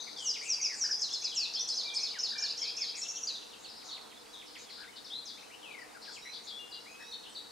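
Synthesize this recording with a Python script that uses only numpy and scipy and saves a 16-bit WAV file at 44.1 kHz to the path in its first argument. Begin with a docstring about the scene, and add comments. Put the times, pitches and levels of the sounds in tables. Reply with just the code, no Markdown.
"""Warbler in a birch

A warbler sings one fast, high phrase: a nearly pure whistle swept through a few repeated syllables.
Other birds tick, chip, whistle, quaver and rasp further off, each a sine with its own pitch path.
Leaves and trunks scatter every note into a flickering tail of sparse random echoes.
Beneath lies the soft hush of a calm day outdoors, made of shaped noise.
"""
import sys
import numpy as np
from scipy import signal
from scipy.fft import rfft, irfft
from scipy.io import wavfile
from scipy.ndimage import map_coordinates

SR = 44100
rng = np.random.default_rng(int(sys.argv[2]) if len(sys.argv) > 2 else 0)


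def unload_audio(sound):
    """Save the sound as a 16-bit wav file, at the path given as the first command line argument."""
    columns = np.transpose(np.atleast_2d(sound))
    # keep every value between -1 and 1, then stretch to whole-number steps
    steps = np.round(np.clip(columns, -1, 1) * 32767)
    wavfile.write(sys.argv[1], SR, steps.astype(np.int16))


N = 331191

# Outdoor hush, the part common to both ears. Each row: frequency in Hz, relative density in dB per Hz.
HUSH_MID = [(15, -47), (25, -16.5), (164, -11), (305, -6.5), (368, -7.5), (469, 0), (552, -8), (895, 6),
            (1050, -4), (1800, -10), (3530, -15.5), (4040, -10), (6050, -13.5), (9300, -15.5), (15500, -30)]
# The part of the hush that differs between the ears. Each row: frequency in Hz, relative density in dB per Hz.
HUSH_SIDE = [(15, -50), (25, -16), (101, -20.5), (410, -3), (631, -5), (804, 2.5), (1570, -13.5),
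             (3090, -21), (4040, -20), (6210, -20), (9550, -22.5), (12800, -29), (15500, -41)]
# Soft humps, and one broad dip, in the hush. Each row: centre in Hz, width in Hz, rise in dB.
HUSH_HUMPS = [(225, 31, 6.5), (306, 20.4, 8), (491, 72, 3), (868, 224, -8.5)]
# Gentle swells of the hush; only the distance from the median level counts. Each row: time in seconds, level in dB.
BREEZE = [(0, -62.5), (1.4, -64), (1.85, -61), (2.4, -63), (5.3, -66), (5.7, -61.5), (6.198, -64),
          (7.5, -65)]
# How strongly the foliage scatters each pitch. Each row: frequency in Hz, relative level in dB.
SCATTER = [(1500, -7), (2700, 2), (3600, 3), (5000, -0.5), (5900, 0.5), (6600, 8.5), (8000, 7.5)]
TOP_HZ = 15650  # upper edge of the recorder's treble

# Harsh, buzzy calls from deep in the trees.
# Each row: start in seconds, length in seconds, centre in Hz, relative level in dB.
RASPS = [(0, 0.14, 4434, -53.5), (3.58, 0.073, 6460, -70), (3.656, 0.29, 4525, -60),
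         (3.838, .06, 5800, -59.5), (3.835, .26, 1030, -61), (3.887, 0.083, 3940, -55),
         (4.199, 0.02, 4220, -63), (4.32, .08, 5500, -68), (4.457, .2, 4720, -62),
         (4.576, 0.042, 6270, -62.5), (4.69, 0.13, 4460, -55), (4.958, 0.032, 4210, -53),
         (5.05, 0.068, 5000, -59.5), (5.288, 0.037, 4000, -53), (6.014, 0.14, 4780, -54),
         (6.118, .035, 6780, -63.5), (6.328, 0.048, 4310, -50), (6.434, 0.025, 6400, -64.5),
         (6.468, 0.032, 4400, -49.5), (7.232, 0.037, 3190, -60)]
RASP_SPAN = 0.177  # nominal swing either side of the centre, as a share of it
RASP_LEAST_HZ = 420  # least nominal swing, so that a low rasp is harsh too

# One bird ticks on the right, always with the same steep drop. Each row: start in seconds, level in dB.
TICKS = [(3.81, -63), (3.96, -57), (4.108, -60.5), (4.252, -62), (4.408, -58), (4.548, -52), (4.684, -56.5),
         (4.825, -55), (5.921, -71), (6.047, -60)]
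TICK_S, TICK_HZ, TICK_PAN_DB = 0.027, [3710, 2578, 1880], -4
# Soft, low arched notes on the left. Each row: start in seconds, level in dB.
HOOTS = [(.835, -50), (.889, -46), (2.314, -53), (2.349, -53), (2.391, -52.5), (2.428, -51)]
HOOT_S, HOOT_HZ, HOOT_PAN_DB = 0.0284, [1396, 1801, 1504], 7.5
# Short chips that droop at the end. Each row: start in seconds, pitch in Hz, level in dB, left minus right in dB.
CHIPS = [(1.306, 3270, -47.5, 4), (1.878, 3630, -41.5, 3.5), (3.335, 3900, -43.5, -1),
         (3.642, 4280, -48.5, -5), (3.688, 5000, -51, 5), (3.763, 5210, -55, 3), (3.882, 3710, -53, -1),
         (3.91, 4230, -46, -5), (4.33, 3730, -51.5, 4), (4.375, 3600, -53, -1), (5.948, 1536, -60, 21),
         (6.075, 1583, -54.5, 12)]
CHIP_S, CHIP_SHAPE = .03, [1.07, 1, .88]  # shape: pitch ratios
# Wide falling slurs. Each row: start in seconds, length in seconds, middle pitch in Hz, level in dB.
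FALLS = [(1.07, 0.031, 3360, -53), (2.136, 0.055, 1810, -50), (3.027, 0.045, 3380, -51),
         (3.145, 0.049, 3290, -53.5), (3.274, 0.049, 2940, -59), (3.388, 0.051, 3305, -59),
         (3.503, 0.053, 3200, -58.5), (3.634, 0.032, 3220, -56.5), (5.044, 0.03, 4310, -51),
         (6.154, 0.033, 2630, -54), (6.339, 0.031, 4970, -59.5)]
FALL_SHAPE, FALL_PAN_DB = [1.3, 1, .79], 4.5  # shape: pitch ratios
# Chirrups that zigzag down twice. Each row: start in seconds, pitch in Hz, level in dB.
CHIRRUPS = [(6.322, 4150, -58), (6.711, 4290, -46), (7.108, 4025, -44.5), (7.345, 4160, -42.5)]
CHIRRUP_S, CHIRRUP_PAN_DB = .056, 3
# Path of one chirrup. Each entry: pitch ratio, at even steps through the call.
CHIRRUP_SHAPE = [1.17, 1.06, .91, 1.12, .94, .93]

# Clean whistles that glide and settle on a pitch.
# Each row: start in seconds, length in seconds, first and last pitch in Hz, level in dB, left minus right in dB.
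WHISTLES = [(0, 0.014, 3520, 4080, -43.5, 5), (0, 0.038, 6500, 5980, -50.5, 4),
            (.157, 0.14, 3700, 2815, -49, 5.5), (0.336, .044, 4900, 1955, -47.5, 5),
            (1.111, 0.023, 3300, 3610, -43.5, 3), (1.558, .058, 3050, 3660, -44, 3),
            (1.846, 0.11, 2365, 2368, -52.5, -10), (2.325, .03, 3270, 4020, -47, 1),
            (2.349, .098, 2350, 2370, -51.5, -9.5), (3.012, 0.15, 2620, 2696, -59, 5),
            (4.457, 0.034, 6100, 5080, -62, -10), (4.872, 0.03, 1760, 2220, -59, 11),
            (5.1, .088, 3116, 4164, -44, 4), (5.252, .043, 6700, 4550, -47.5, 5),
            (5.371, 0.027, 1740, 2750, -60, 6), (5.422, 0.025, 1740, 2740, -60, 7),
            (5.782, .045, 5970, 4350, -64, 13), (5.622, 0.079, 3450, 2410, -54.5, 7),
            (6.162, 0.19, 5230, 5900, -61.5, -5), (6.216, .13, 3770, 4090, -53, -5),
            (6.48, 0.023, 4710, 3390, -48, 5), (6.5, 0.091, 3170, 3493, -51.5, 5.5),
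            (6.587, 0.088, 2840, 2820, -53.5, 6), (6.712, 0.093, 2830, 2830, -60, 4),
            (6.877, 0.052, 6480, 6580, -69, -6), (6.855, 0.047, 1760, 2550, -55, 6),
            (6.892, 0.19, 2520, 2584, -60.5, 5), (6.99, 0.16, 5180, 5900, -61.5, -8),
            (7.012, 0.19, 3615, 3970, -59, -6), (7.261, 0.025, 2400, 3210, -54, 4),
            (7.28, 0.056, 8400, 7900, -66.5, -3)]
SETTLE = 2.2  # time constants of the glide within one whistle

# A low singer on the left, whose notes quaver.
# Each row: start in seconds, length in seconds, first, middle and last pitch in Hz, level in dB.
QUAVERS = [(0.067, 0.027, 2260, 2170, 1830, -54), (0.405, 0.11, 1924, 2583, 2350, -50),
           (0.554, 0.067, 2610, 2530, 2160, -53.5), (0.623, .064, 2590, 2537, 2350, -50),
           (0.69, .071, 2205, 1940, 1600, -49), (1.219, 0.063, 2340, 2680, 2180, -56),
           (1.349, .15, 2870, 2667, 2626, -51), (1.971, 0.098, 2220, 2460, 2284, -55),
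           (2.07, .2, 2860, 2960, 2740, -60), (2.399, .15, 2790, 2900, 2650, -58.5),
           (2.586, 0.133, 3164, 3380, 3230, -54.5), (2.778, 0.15, 3470, 3365, 3200, -56),
           (2.609, .12, 2146, 2460, 2556, -53), (2.771, 0.078, 2585, 2450, 1965, -51),
           (2.929, .07, 2473, 2375, 1940, -55.5), (4.55, 0.042, 2250, 1955, 2500, -58),
           (4.772, 0.098, 1400, 1620, 1400, -54.5), (5.498, 0.061, 1970, 2720, 2870, -56),
           (6.248, .056, 2064, 2072, 2415, -50), (6.989, 0.059, 1697, 1830, 1750, -56.5)]
QUAVER_DEPTH_HZ, QUAVER_PAN_DB = 146, 6.5
# The same singer stammers down a run of short notes; the shape holds pitch ratios through one note.
RUN_START_S, RUN_STEP_S, RUN_NOTE_S = 5.698, .039, 0.024
RUN_HZ, RUN_STEP_RATIO, RUN_SHAPE, RUN_DB = 2390, .92, [1.1, 0.98, 0.97], -50.5

# The warbler's phrase, keyed by motif or lone stroke.
# Each row: start in seconds, pitch ratio, relative level in dB.
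SONG = { "flourish": [(.182, 1, -32.5), (.412, 1, -31.5), (.729, 1, -31.5)], "slur": [(.6095, 1.01, -31.5)],
        "hook": [(.906, 1, -32)], "tsip": [(.985, 1.02, -31.5), (1.099, 1.034, -33.5), (1.211, 1, -33)],
        "slide": [(1.343, 0.98, -33.5)], "arch": [(1.533, 0.99, -35.5)], "warble": [(1.6765, 0.97, -34),
        (1.9365, 0.98, -34.5)], "rattle": [(2.184, 0.98, -33), (2.3765, 1.004, -33), (2.57, 1.025, -35.5),
        (2.764, 1, -35)], "flick": [(2.952, .93, -38)], "lift": [(1.59, 1, -35)],
        "see": [(2.969, 1.21, -36.5), (3.01, 0.98, -38), (3.081, 1, -36), (3.1515, 1.015, -38),
        (3.2235, 1.035, -37.5)], "chup": [(3.269, 0.99, -32.5)], }
# Groups of strokes sung in quick succession, keyed by motif; some strokes also occur alone.
# Each row: stroke, delay in seconds, relative level in dB.
MOTIFS = { "flourish": [("whip", -0.023, -15), ("whip", -0.0022, -9.5), ("ripple", 0.033, -8),
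          ("slur", .072, 0)], "tsip": [("pip", 0, -5.5), ("dive", .025, 0)],
          "warble": [("flick", -0.0015, -2), ("arch", 0.0078, 0.61), ("rise", .059, -4),
          ("chew", .091, 0.84), ("twiddle", .151, -3)], "rattle": [("vee", -0.000983, -3.5),
          ("chew", .043, 0), ("twiddle", .1025, -0.64)], }
# The warbler's strokes, keyed by name. Each row: length in seconds, pitches in Hz at even steps through the stroke.
STROKES = { "whip": (.026, [4280, 4653, 4960, 6380, 9200]), "flick": (.013, [5800, 6300, 9500]),
           "ripple": (0.053, [9120, 7200, 7100, 7800, 6380, 6180, 6600]),
           "slur": (.066, [6600, 5774, 5550, 4960, 4703]), "hook": (.042, [6290, 5400, 5050, 4950, 5130]),
           "pip": (0.0174, [5100, 6400, 4500]), "dive": (.049, [8400, 5500, 4880, 4200, 4030, 3790]),
           "slide": (0.12, [8300, 6160, 5480, 4840, 4540, 4130, 3620]),
           "arch": (0.054, [7250, 4660, 5030, 5380, 4750, 4140, 4350]),
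           "lift": (0.0326, [6400, 5450, 5600, 5900, 6020]), "rise": (.03, [4560, 5800, 6260, 6900]),
           "chew": (.051, [4886, 5420, 4780, 4390, 4090, 3490]),
           "twiddle": (0.036, [4395, 4940, 4490, 3893, 4370, 4900, 4940]),
           "vee": (0.036, [8180, 5450, 5520, 6170, 6880]), "see": (0.034, [7710, 5710, 5580, 5900, 6920]),
           "chup": (.044, [4440, 4960, 4500, 4200, 4004, 3770]), }
# The warbler's throat favours the middle of its range. Each row: pitch in Hz, relative level in dB.
THROAT = [(3500, -10.5), (4000, -7.5), (4700, -2.5), (5300, 0), (6000, -4), (6700, -10.5), (7600, -16),
          (9500, -10)]


def undb(db):
    """Decibels to gain."""
    return 10 ** (np.asarray(db) / 20)


def unit(x):
    """Scale to rms 1."""
    return x / np.sqrt(np.mean(x ** 2))


def add(track, s, sound, pan_db=0):
    """Mix a sound into a stereo track at s seconds, pan_db louder on the left."""
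    i = max(int(s * SR), 0)
    sides = undb(np.array([[pan_db], [-pan_db]]) / 2)
    track[:, i:i + len(sound)] += sound[:max(N - i, 0)] * sides


def wander(n, rate):
    """Smooth chance of spread near 1 that changes rate times a second."""
    knots = rng.standard_normal(512)
    return map_coordinates(knots, [np.arange(n) * rate / SR], order=3, mode="wrap")


def swell(u, edge):
    """Rounded rise and fall over u = 0..1, each taking the share edge."""
    return np.sin(np.pi / 2 * np.clip(np.minimum(u, 1 - u) / edge, 0, 1))


def contour(pitches, length):
    """A smooth pitch path through evenly spaced pitches, length seconds long."""
    place = np.linspace(0, len(pitches) - 1, int(length * SR))
    return np.exp(map_coordinates(np.log(pitches), [place], order=2, mode="nearest"))


def whistle(hz, overtone_db=-46):
    """The syrinx: a sine of rms near 1 with a trace of its octave."""
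    phase = 2 * np.pi * np.cumsum(hz) / SR
    octave = (hz < SR / 4) * np.sin(2 * phase)  # left out where it would alias
    return np.sqrt(2) * (np.sin(phase) + undb(overtone_db) * octave)


def note(path, db, depth_hz=0, trill_hz=105, uneven=.2, waver=0.0073, flutter_db=1.5, edge=0.16):
    """One whistled note along a pitch path, shaken by a fast, uneven trill depth_hz deep."""
    n = len(path)
    trill = np.sin(2 * np.pi * np.cumsum(trill_hz * (1 + uneven * wander(n, 61.7))) / SR)
    hz = path * (1 + waver * wander(n, 201.3)) + depth_hz * trill
    loudness = db + flutter_db * wander(n, 84.0)
    return whistle(hz) * swell(np.arange(n) / n, edge) * undb(loudness)


def hush(spectrum, db, swell_hz=750, swell_octaves=0.98):
    """Distant air and leaves: a soft noise with a few humps, whose middle range swells."""
    f = np.maximum(np.arange(N // 2 + 1) * SR / N, 1)
    points, levels = np.transpose(spectrum)
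    colour = np.interp(np.log(f), np.log(points), levels)
    colour = colour + sum(rise / (1 + (2 * (f - hz) / width) ** 2) for hz, width, rise in HUSH_HUMPS)
    noise = unit(irfft(rfft(rng.standard_normal(N)) * undb(colour), N))
    band = np.exp(-(np.log2(f / swell_hz) / swell_octaves) ** 2)
    middle = irfft(rfft(noise) * band, N)
    s, breeze_db = np.transpose(BREEZE)
    gust = undb(np.interp(np.arange(N) / SR, s, breeze_db - np.median(breeze_db)))
    return (noise + (gust - 1) * middle) * undb(db)


def trees(x, leaves_db, leaves_t60, wood_db, wood_t60, alike, build_s):
    """Direct sound, quick echoes from nearby branches and a long tail from the trees around (t60 in s)."""
    t = np.arange(int(1.5 * SR)) / SR
    # sparse echoes: only about 3 in 100 instants hold one, which makes the tail flicker
    echoes = rng.standard_normal((3, len(t))) * (rng.random((3, len(t))) < .03)
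    near = (1 - np.exp(-t / 0.0036)) * undb(-60 * t / leaves_t60)
    far = (1 - np.exp(-t / build_s)) * undb(-60 * t / wood_t60)
    decay = np.hypot(undb(leaves_db) * unit(near), undb(wood_db) * unit(far)) / np.sqrt(len(t))
    # the first echo train reaches both ears, the other two one ear each
    share = np.clip(alike, 0, 1)
    response = decay * unit(np.sqrt(share) * echoes[0] + np.sqrt(1 - share) * echoes[1:])
    colour = np.interp(np.fft.rfftfreq(len(t), 1 / SR), *np.transpose(SCATTER))
    response = irfft(rfft(response) * undb(colour), len(t))
    response[:, 0] += 1  # direct sound
    return signal.fftconvolve(x, response, axes=1)[:, :N]


def chorus(db=-68, glide=.25, count=260):
    """Many far birds: faint random slurs, up to glide octaves up or down, at random places."""
    out = np.zeros((2, N))
    timing, character = rng.random((count, 2)), rng.standard_normal((count, 4))
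    for (when, size), (pitch, slope, loud, side) in zip(timing, character):
        u = np.linspace(0, 1, int((0.0329 + 0.0627 * size) * SR))
        hz = 4200 * 2 ** (.4 * np.tanh(pitch) + glide * np.tanh(slope) * u)
        slur = whistle(hz) * swell(u, 0.76) * undb(db + 2 * np.tanh(loud))
        add(out, when * N / SR, slur, 4 * side)
    return out


def rasps(buzz_hz=120, uneven=0.243, rough=0.324, edge=0.042):
    """A whistle thrown quickly and unevenly up and down its range turns into a rasp."""
    out = np.zeros((2, N))
    for s, length, centre, db in RASPS:
        n = int(length * SR)
        cycle = np.cumsum(buzz_hz * (1 + uneven * wander(n, 150))) / SR
        swing = 0.87 * signal.sawtooth(2 * np.pi * cycle, .5) + rough * wander(n, 900)
        hz = centre + max(RASP_SPAN * centre, RASP_LEAST_HZ) * swing
        add(out, s, whistle(hz) * swell(np.arange(n) / n, edge) * undb(db), pan_db=3.2)
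    return out


def chirps():
    """The neighbours' short calls: each kind keeps its own pitch shape."""
    out = np.zeros((2, N))
    for s, db in TICKS:
        add(out, s, note(contour(TICK_HZ, TICK_S), db), TICK_PAN_DB)
    for s, db in HOOTS:
        add(out, s, note(contour(HOOT_HZ, HOOT_S), db), HOOT_PAN_DB)
    for s, hz, db, pan_db in CHIPS:
        add(out, s, note(hz * contour(CHIP_SHAPE, CHIP_S), db), pan_db)
    for s, length, hz, db in FALLS:
        add(out, s, note(hz * contour(FALL_SHAPE, length), db), FALL_PAN_DB)
    for s, hz, db in CHIRRUPS:
        path = hz * contour(CHIRRUP_SHAPE, CHIRRUP_S)
        add(out, s, note(path, db, depth_hz=90, edge=0.42), CHIRRUP_PAN_DB)
    return out


def whistles():
    """Clean notes that glide quickly at first and then level out."""
    out = np.zeros((2, N))
    for s, length, start, end, db, pan_db in WHISTLES:
        ease = 1 - np.exp(-SETTLE * np.linspace(0, 1, int(length * SR)))
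        path = start + (end - start) * ease / ease[-1]
        add(out, s, note(path, db), pan_db)
    return out


def low_singer(count=4, throb_hz=27, throb_db=1.0, sag=0.032):
    """Quavering arcs that throb in loudness and pitch together, and one run of even notes that step down."""
    out = np.zeros((2, N))
    for s, length, start, middle, end, db in QUAVERS:
        path = contour([start, middle, end], length)
        pace = throb_hz * (1 + .15 * wander(len(path), 30.9))
        throb = -np.cos(2 * np.pi * np.cumsum(pace) / SR)
        loudness = db + throb_db * (throb - .5)
        quaver = note(path * (1 + sag * throb), loudness, depth_hz=QUAVER_DEPTH_HZ)
        add(out, s, quaver, QUAVER_PAN_DB)
    for k in range(count):
        path = RUN_HZ * RUN_STEP_RATIO ** k * contour(RUN_SHAPE, RUN_NOTE_S)
        add(out, RUN_START_S + k * RUN_STEP_S, note(path, RUN_DB), QUAVER_PAN_DB)
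    return out


def warbler(waver=0.0049, flutter_db=1.5, attack_s=0.0078, release_s=0.0025, husk_db=-24, husk_hz=4200):
    """Each stroke is one learnt sweep of pitch, loudest where the throat rings, never repeated quite exactly."""
    out = np.zeros((2, N))
    for name, repeats in SONG.items():
        for stroke, delay, stroke_db in MOTIFS.get(name, [(name, 0, 0)]):
            length, pitches = STROKES[stroke]
            path = contour(pitches, length)
            n = len(path)
            t = np.arange(n) / SR
            ramp = np.minimum(t / attack_s, (length - t) / release_s)
            pressure = np.sin(np.pi / 2 * np.clip(ramp, 0, 1))
            for s, ratio, db in repeats:
                hz = path * ratio * (1 + waver * wander(n, 315))
                # turbulence in the throat spreads a faint husk either side of the tone
                tone = whistle(hz) * (1 + undb(husk_db) * wander(n, husk_hz))
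                throat_db = np.interp(hz, *np.transpose(THROAT))
                loudness = db + stroke_db + throat_db + flutter_db * wander(n, 202)
                add(out, s + delay, tone * pressure * undb(loudness), pan_db=0.7)
    return out


def scene():
    """The further off a bird sits, the more of its sound arrives by way of the trees."""
    air = hush(HUSH_MID, db=-56.0) + np.array([[1], [-1]]) * hush(HUSH_SIDE, db=-57)
    hidden = trees(rasps() * undb(-1.0) + chorus(), leaves_db=2, leaves_t60=0.085,
                   wood_db=-0.5, wood_t60=0.37, alike=0.54, build_s=0.02)
    others = trees(chirps() + whistles() + low_singer(), leaves_db=-4, leaves_t60=0.13,
                   wood_db=-4.5, wood_t60=1.0, alike=0.8, build_s=0.015)
    singer = trees(warbler() * undb(0.9), leaves_db=-5, leaves_t60=0.24,
                   wood_db=-6, wood_t60=0.67, alike=0.77, build_s=0.017)
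    return air + hidden + others + singer


def record(dry):
    """The recorder cuts the top of the treble with a steep low-pass."""
    return signal.sosfilt(signal.ellip(10, .1, 70, TOP_HZ, fs=SR, output="sos"), dry)


dry = scene()
out = record(dry)
unload_audio(out)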